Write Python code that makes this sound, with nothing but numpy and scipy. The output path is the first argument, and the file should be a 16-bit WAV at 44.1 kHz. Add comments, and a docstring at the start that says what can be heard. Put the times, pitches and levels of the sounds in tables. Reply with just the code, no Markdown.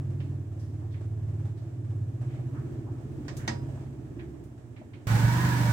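"""A small single-cylinder engine putters about a yard some way off, slowing down on the whole. Firing-order
boom with a wall echo, tailpipe bark, rumble and rush follow its speed; filtered noise bursts and decaying
sines make the frame knock and clank over bumps, above a faint hiss. At 5.069 s the sound jumps to the
same engine close by, running faster, with rushing noise, gear whine and clatter ringing the casing."""
import sys
import numpy as np
from scipy import signal
from scipy.fft import rfft, irfft
from scipy.io import wavfile
from scipy.ndimage import uniform_filter1d

SR = 44100
rng = np.random.default_rng(int(sys.argv[2]) if len(sys.argv) > 2 else 0)


def bounce(signal):
    """Save signal as a 16-bit WAV file at the path given by the first command-line argument."""
    frames = np.transpose(np.atleast_2d(signal))
    limited = np.clip(frames, -1, 1)
    pcm = np.round(limited * 32767).astype(np.int16)
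    wavfile.write(sys.argv[1], SR, pcm)


def boost(x):
    """Linear amplitude factor 10**(x/20) for a level x in decibels (scalar or array-like)."""
    u = np.asarray(x, float) / 20
    return 10 ** u


N = 252252


def evened(x):
    """Scales to rms 1."""
    return x / np.sqrt(np.mean(x ** 2) + 1e-20)


def read(points, hz):
    """Reads a spectrum on a log frequency axis."""
    f, value = np.transpose(points)
    return np.interp(np.log(hz + 1), np.log(f + 1), value)


def curves(rows, t):
    """Every column of a table at the times t."""
    s, *columns = np.transpose(rows)
    return np.array([np.interp(t, s, c) for c in columns])


def wander(shape, size):
    """Slow random curve of rms 1: white noise averaged over size samples."""
    return evened(uniform_filter1d(rng.standard_normal(shape), size=size))


def resonate(x, hz, width_hz):
    """Two equal resonances of gain 1 in series: each shifts hz to zero, smooths, shifts back."""
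    turn = np.exp(2j * np.pi * np.cumsum(hz * np.ones(x.shape[-1])) / SR)
    r = np.exp(-np.pi * width_hz / SR)
    for _ in range(2):
        x = 2 * (turn * signal.lfilter([1 - r], [1, -r], x / turn)).real
    return x


def pair(count):
    """Two white noises whose likeness varies with frequency."""
    # left-right correlation: (frequency [Hz], likeness [-1 to 1])
    likeness = [(60, 0.34), (180, 1), (550, 0.52), (1650, -0.14), (4970, -0.14), (15000, 0.11)]
    a, b = rfft(rng.standard_normal((2, count)))
    same = np.clip(read(likeness, np.fft.rfftfreq(count, 1 / SR)), -1, 1)
    return irfft([a, same * a + np.sqrt(1 - same ** 2) * b], count)


def coloured(x, points):
    """Filters x by the gains of points, then scales to rms 1."""
    gain = boost(read(points, np.fft.rfftfreq(x.shape[-1], 1 / SR)))
    return evened(irfft(rfft(x) * gain, x.shape[-1]))


def cycles(t, part):
    """Firings counted from the start of a stretch, and firing rate in Hz: phase is the integral of rate."""
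    # firing rate, far then close: (time [s], rate [Hz])
    firing_rate = [
        [(0.0, 19.59), (0.24, 19.81), (0.48, 18.57), (0.72, 17.91), (0.97, 18.8), (1.21, 17.94), (1.45, 17.88),
         (1.69, 17.91), (1.93, 16.96), (2.17, 15.59), (2.41, 15.44), (2.66, 15.89), (2.9, 15.49), (3.14, 14.7),
         (3.38, 15.66), (3.62, 16.5), (3.86, 16.57), (4.1, 17.27), (4.35, 17.18), (4.59, 16.0), (4.83, 12.9),
         (5.07, 12.2)],
        [(5.07, 22.43), (5.15, 22.51), (5.23, 22.89), (5.31, 23.92), (5.39, 24.67), (5.47, 24.77),
         (5.55, 24.39), (5.63, 23.85), (5.72, 23.29)],
    ]
    # count at the start, far then close: [firings]
    first_turn = [-.14, -.01]
    firing_hz = curves(firing_rate[part], t)[0]
    return first_turn[part] + np.cumsum(firing_hz) / SR, firing_hz


def puffs(turns, length, steady, spread_db):
    """Envelope that leaps at each firing and dies over length [firings]; every firing has its own strength."""
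    strength = boost(spread_db * rng.standard_normal(200))[np.floor(turns + 1).astype(int)]
    return steady + strength * uniform_filter1d(np.exp(-(turns % 1) / length), size=120)


def boom(turns, firing_hz, part, boom_db, thud_level_db, lag_ms, echo, swing, smear, ahead):
    """Muffler boom: harmonics of the firing rate in step, each with a delayed wall echo."""
    # strength of the orders by pitch, far then close: (frequency [Hz], level [dB])
    muffler = [
        [(30, -57), (45, -38.5), (65, -34), (85, -9), (97, -1.5), (110, -2.5), (122, -2), (135, -0.5),
         (150, -17), (175, -24.5), (210, -33)],
        [(30, -45.5), (48, -24.5), (72, -19), (85, -18.5), (97, -17), (110, 2.5), (122, -1), (135, -7),
         (150, -18), (172, -9), (200, -20), (260, -26)],
    ]
    muffler_hz = 121.4
    thud_hz, thud_width_hz = 66.1, 7  # a low mode of the pipe
    out = 0
    for k in range(2, 11):
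        hz = k * firing_hz
        order_phase = swing + smear * (k - muffler_hz / firing_hz) ** 2  # cycles
        angle = 2 * np.pi * (k * (turns + ahead) + order_phase)
        late = 2 * np.pi * hz * lag_ms / 1000
        thud = boost(thud_level_db) * np.exp(-((hz - thud_hz) / thud_width_hz) ** 2)
        level = boost(boom_db + read(muffler[part], hz)) + thud
        out = out + level * (np.cos(angle) + echo * np.cos(angle - late))
    return out


def bark(valve_turns, pop, mode_db):
    """Exhaust pops and turbulent gas ring the tailpipe modes."""
    # pipe resonances: (frequency [Hz], width of each pass [Hz], level [dB])
    tailpipe = [(178.6, 88, -9), (238.8, 50, -3), (294.3, 48.3, 0.5), (429, 110, -15.5)]
    revs = np.floor(2 * valve_turns + 2).astype(int)  # two crank turns a firing
    strength_db = 0.76 * rng.standard_normal(400) - 5 * (np.arange(400) % 2)  # the idle turn pops weaker
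    pops = np.diff(revs, prepend=revs[0]) * boost(strength_db)[revs]
    # gas is harder just after the valve opens
    gas = pair(len(valve_turns)) * puffs(valve_turns, 1.0, 1.0, 1.6)
    drive = pop * evened(pops) + evened(gas)
    modes = tailpipe + [(325.4, 54, mode_db)]  # the last is the upper pipe mode
    return evened(sum((-1) ** k * boost(db) * resonate(drive, hz, width_hz)
                      for k, (hz, width_hz, db) in enumerate(modes)))


def rumble(count, db):
    """Low noise, shaped by a fixed spectrum."""
    # (frequency [Hz], relative spectral level [dB per Hz])
    rumble_colour = [(25, -29), (45, 15), (70, 12.5), (120, 27.5), (200, 9.5), (300, -29.5)]
    return boost(db) * coloured(pair(count), rumble_colour)


def rush(valve_turns, colour, gated, gusts_db, level_db):
    """Broad noise gusting with each firing."""
    gusts = pair(len(valve_turns)) * puffs(valve_turns, 0.86, 1 / gated, gusts_db)
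    return boost(level_db) * coloured(gusts, colour)


def engine(t, part, colour, swing, lead, pop, gated, uneven_db, rumble_db, gusts_db,
           smear, ahead, pan_db, rush_db, rush_share):
    """Boom, bark, rumble and rush; all but the rumble's waveform are tied to the firing."""
    # far then close: (time [s], muffler boom [dB], exhaust rasp [dB], lag of the wall echo [ms])
    drive_rows = [
        [(0.0, -31, -48, 23.6), (0.25, -35, -45, 21.3), (0.5, -36, -48.5, 19.4), (0.75, -35.5, -48, 20.3),
         (1.05, -33.5, -47.5, 19.4), (1.4, -31.5, -46.5, 19.7), (1.7, -38, -48.5, 17.9), (2.0, -31, -48, 19.4),
         (2.25, -35.5, -46.5, 16.4), (2.5, -34.5, -44.5, 15.4), (2.75, -39, -43.5, 13.9),
         (2.9, -36, -46.5, 18.8), (3.15, -42.5, -43, 13.5), (3.55, -35.5, -41, 14.35), (3.8, -37, -44, 13.3),
         (4.0, -45.5, -46.5, 15.4), (4.3, -47.5, -45.5, 15.6), (4.6, -49, -51, 17.3), (5.07, -49, -48.5, 19.8)],
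        [(5.09, -26.5, -41.5, 12), (5.14, -19, -36.5, 8.9), (5.19, -26.5, -34.5, 5.5), (5.25, -17, -39.5, 12),
         (5.3, -22.5, -38, 44), (5.42, -20.5, -37, 18), (5.6, -20.5, -38, 16), (5.72, -16.5, -41.5, 9.9)],
    ]
    # the machine turns, so wall and tailpipe face the listener differently; far then close:
    # (time [s], share of wall echo [0-1], upper pipe mode [dB], low pipe mode over rasp [dB])
    heading = [
        [(0.0, 0.54, 2, -11), (.6, 0.77, 0.5, -11.5), (1.3, 0.77, 1, -13), (1.9, 0.54, 4, -12),
         (2.4, 0.68, 1.5, -20), (2.75, 0.82, 7, -13), (3.1, 0.43, 3, 1), (3.5, 0.6, -1, -12),
         (3.9, 0.57, 2, -6), (4.3, 0.44, 7.5, -0.5), (4.6, 0.37, -1.5, -7), (5.07, 0.3, 0, -15)],
        [(5.07, 0, -6, -17), (5.25, 0.08, -21, -12), (5.4, .05, -2.5, -12), (5.72, 0.03, -5.5, -15)],
    ]
    turns, firing_hz = cycles(t, part)
    boom_db, rasp_db, lag_ms = curves(drive_rows[part], t)
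    echo, mode_db, thud_db = curves(heading[part], t)
    valve_turns = turns + lead
    pan = boost([[pan_db / 2], [-pan_db / 2]])
    uneven = boost(uneven_db * wander(len(t), 2500))
    low = boom(turns, firing_hz, part, boom_db, rasp_db + thud_db, lag_ms, echo, swing, smear, ahead)
    rasp = bark(valve_turns, pop, mode_db) + rumble(len(t), rumble_db)
    rush_level_db = rush_db + rush_share * (rasp_db - rasp_db.mean())
    return pan * low * uneven + boost(rasp_db) * rasp + rush(valve_turns, colour, gated, gusts_db, rush_level_db)


def clatter(t):
    """Valve clatter, repeating each cycle as harmonics of random phase, plus band noise."""
    turns, _ = cycles(t, 1)
    ticks = sum(np.cos(2 * np.pi * (k * turns + rng.random((2, 1)))) for k in range(18, 120))
    band = signal.butter(2, [400, 3000], "band", fs=SR)
    return evened(ticks) + 0.56 * evened(signal.lfilter(*band, pair(len(t))))


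def casing(drive):
    """Clatter rings the casing modes; each swells and sinks by chance."""
    # modes of the engine casing: (frequency [Hz], width of each pass [Hz], relative level [dB])
    modes = [(478, 36, -4.5), (600, 47, -3), (742, 64, -6), (822, 35, -8), (885, 24, -0.5), (942, 18, -0.5),
             (1043, 53, -2), (1329, 36, -7.5), (1490, 36, 0.5), (1550, 57, -2), (1668, 39, -0.5),
             (1845, 45, -3), (1982, 57, -4.5), (2270, 30, -7)]
    flare = boost(3 * wander((len(modes), drive.shape[-1]), 4000))  # 3 dB rms
    out = sum(boost(db) * swell * evened(resonate(drive, hz, width_hz))
              for (hz, width_hz, db), swell in zip(modes, flare))
    return boost(-47) * out


def gear_whine(t, drive):
    """Clatter drives two narrow gliding resonances, the second at 1.83 times the pitch of the first."""
    # first whine: (time [s], frequency [Hz], level [dB])
    whine_rows = [(5.075, 895, -57.5), (5.137, 804, -41.5), (5.197, 887, -42.5), (5.399, 995, -36),
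                  (5.409, 1027, -40), (5.543, 962, -37), (5.72, 942, -42.5)]
    hz, db = curves(whine_rows, t)
    first = evened(resonate(drive, hz, 76))
    second = boost(-6.5) * evened(resonate(drive, 1.83 * hz, 80))
    return boost(db) * (first + second)


def burst(db, colour, t60_s, rise_s):
    """Noise that starts with a crack and dies away in the echoes of the yard."""
    t = np.arange(SR // 2) / SR
    attack = np.minimum(t / max(rise_s, 1 / SR), 1)
    decay = 0.65 * boost(-60 * t / t60_s) + 0.53 * np.exp(-t / (0.011 + rise_s))
    return boost(db) * coloured(pair(len(t)), colour) * attack * decay


def knock(db, hz, t60_s, rise_s):
    """A dull blow or tick: a broad hump of colour with a hollow peak on top."""
    f = np.geomspace(100, 20000, num=120)
    away_oct = np.log2(f / hz)
    breadth_oct = 0.64 * (hz / 1000) ** 0.2  # brighter knocks are broader
    breadth_oct = np.where(away_oct < 0, 2.0 * breadth_oct, breadth_oct)  # more body below the hump
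    colour_db = -6 * (away_oct / breadth_oct) ** 2 + 5 * np.exp(-(away_oct / 0.21) ** 2)
    return burst(db, np.transpose([f, colour_db]), t60_s, rise_s)


def clank(db, t60_s, ring_db):
    """A sharp crack that sets the steel frame ringing; modes above 400 Hz differ in phase between the ears."""
    # modes of the frame: (frequency [Hz], relative level [dB], t60 [s])
    frame_modes = [(229, 4, 0.19), (319, 2, 0.26), (537, -6, 0.53), (950, -8, 0.54), (1700, -7, .1),
                   (1880, 1, 0.13), (5030, -7, 0.12), (5000, -17, 0.38), (4960, -19, 0.33),
                   (5080, -16, 0.26), (5200, -8, 0.086), (6260, 4, 0.056)]
    # colour of the crack: (frequency [Hz], relative spectral level [dB per Hz])
    crack_colour = [(290, -35), (500, -10), (807, 1), (1420, -2.5), (1790, -0.5), (2980, -10.5),
                    (4870, -7.5), (8090, -16), (9920, -41), (14500, -38), (16000, -93)]
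    t = np.arange(SR // 2) / SR
    phase = 2 * np.pi * rng.random((len(frame_modes), 2, 1))
    ring = sum(boost(m_db - 60 * t / m_t60_s) * np.sin(2 * np.pi * m_hz * t + p * (m_hz > 400))
               for (m_hz, m_db, m_t60_s), p in zip(frame_modes, phase))
    ring = boost(db + ring_db) * ring * np.minimum(t / 0.0049, 1)
    # the first contact, bright and short
    tick = boost(db - 16.5) * np.diff(pair(len(t) + 1)) * np.exp(-t / 0.0012)
    return tick + burst(db, crack_colour, t60_s, 0.00056) + ring


def hiss(count):
    """Faint treble noise whose level wanders slightly."""
    # (frequency [Hz], relative spectral level [dB per Hz])
    hiss_colour = [(1760, -42), (3000, -44), (3810, -49), (4700, 7.5), (7460, 16.5), (9460, 9.5),
                   (13800, 4), (16000, -32)]
    return boost(-79 + 0.5 * wander(count, 4000)) * coloured(pair(count), hiss_colour)


def add(mix, s, sound):
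    """Mixes a sound in at time s."""
    part = mix[:, round(s * SR):][:, :sound.shape[1]]
    part += sound[:, :part.shape[1]]


def scene():
    """Far engine with knocks and clanks over a faint hiss, then the close engine."""
    # colours of the rush, far and close: (frequency [Hz], relative spectral level [dB per Hz])
    far_colour = [(250, -31.5), (420, -3), (459, -3.5), (601, 1.5), (967, -8.5), (1550, -13.5), (1700, -11),
                  (1980, -16.5), (3310, -22.5), (4280, -27.5), (8120, -24.5), (9000, -29), (11700, -73),
                  (19800, -120)]
    near_colour = [(240, -37), (400, -33), (496, -10.5), (801, -6.5), (949, -13.5), (1160, -8.5),
                   (1630, -8), (3260, -16), (8370, -20), (10200, -27), (14600, -24.5), (16000, -27)]
    # dull knocks and ticks: (time [s], level [dB], colour [Hz], t60 [s], rise [s])
    knock_rows = [(0.202, -54, 2500, 0.34, 0.0015), (0.591, -63.5, 5398, 1, 0.0076),
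                  (.81, -52, 770, 0.31, 0.014), (0.902, -62, 3650, 0.42, .03),
                  (.938, -55.5, 1890, 0.33, 0.003), (1.57, -66, 4030, 0.49, 0.012),
                  (1.906, -60, 700.4, .2, .003), (2.27, -58.5, 2100, 0.98, 0.06),
                  (2.39, -46.5, 600, 0.14, 0.0068), (2.539, -42.5, 1210, 0.11, 0.048),
                  (2.865, -51, 800, 0.83, .008), (3.367, -47, 6700, 0.32, 0.0015),
                  (3.38, -49, 1570, 0.89, 0.028), (3.771, -53, 890, 0.17, 0.0038),
                  (4.188, -48.5, 1900, 0.26, 0.0098), (4.437, -65.5, 8700, 0.26, .002),
                  (4.761, -56, 2140, 0.41, 0.0045), (4.812, -48, 635, 0.093, 0.0045),
                  (4.932, -55, 2280, 0.41, 0.0055)]
    # steel on steel, nearer: (time [s], level [dB], t60 [s], ring over crack [dB])
    clank_rows = [(3.281, -41.5, 0.25, -10), (3.477, -29, 0.22, -3.5)]
    close_s = 5.069
    t, cut = np.arange(N) / SR, round(close_s * SR)
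    # swing in cycles; lead and ahead in firings
    far = engine(t[:cut], 0, far_colour, swing=0.38, lead=0.1029, pop=0.4, gated=0.31, uneven_db=1.12,
                 rumble_db=-1, gusts_db=7.5, smear=0.035, ahead=0.13,
                 pan_db=3.5, rush_db=-58.0, rush_share=0.93)
    for s, *blow in knock_rows:
        add(far, s, knock(*blow))
    for s, *blow in clank_rows:
        add(far, s, clank(*blow))
    far += hiss(cut)
    near = engine(t[cut:], 1, near_colour, swing=-.03, lead=0.1545, pop=0.5, gated=0.51, uneven_db=1.94,
                  rumble_db=-3.5, gusts_db=1.5, smear=.056, ahead=0.0078,
                  pan_db=1.0, rush_db=-37.5, rush_share=0.28)
    drive = clatter(t[cut:])
    near += casing(drive) + gear_whine(t[cut:], drive)
    fade_in = np.minimum(np.arange(N - cut) / 40, 1)
    return np.hstack([far, near * fade_in])


def top_cut(x):
    """Nothing passes above the cut-off."""
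    return signal.sosfilt(signal.butter(12, 16420, fs=SR, output="sos"), x)


def record(dry):
    """The microphone loses the deepest bass; its two ports differ in level by frequency."""
    # (frequency [Hz], left over right [dB])
    sides = [(60, -7), (250, -1.9), (700, -1.5), (2000, -4.5), (8000, -2.5), (15000, -1)]
    hz = np.fft.rfftfreq(N, 1 / SR)
    tilt_db = read(sides, hz) / 2
    bass_cut = hz ** 2 / np.sqrt(hz ** 4 + 38 ** 4)
    ports = boost(np.array([tilt_db, -tilt_db])) * bass_cut
    mix = irfft(rfft(dry) * ports, N)
    return top_cut(mix)


dry = scene()
out = record(dry)
bounce(out)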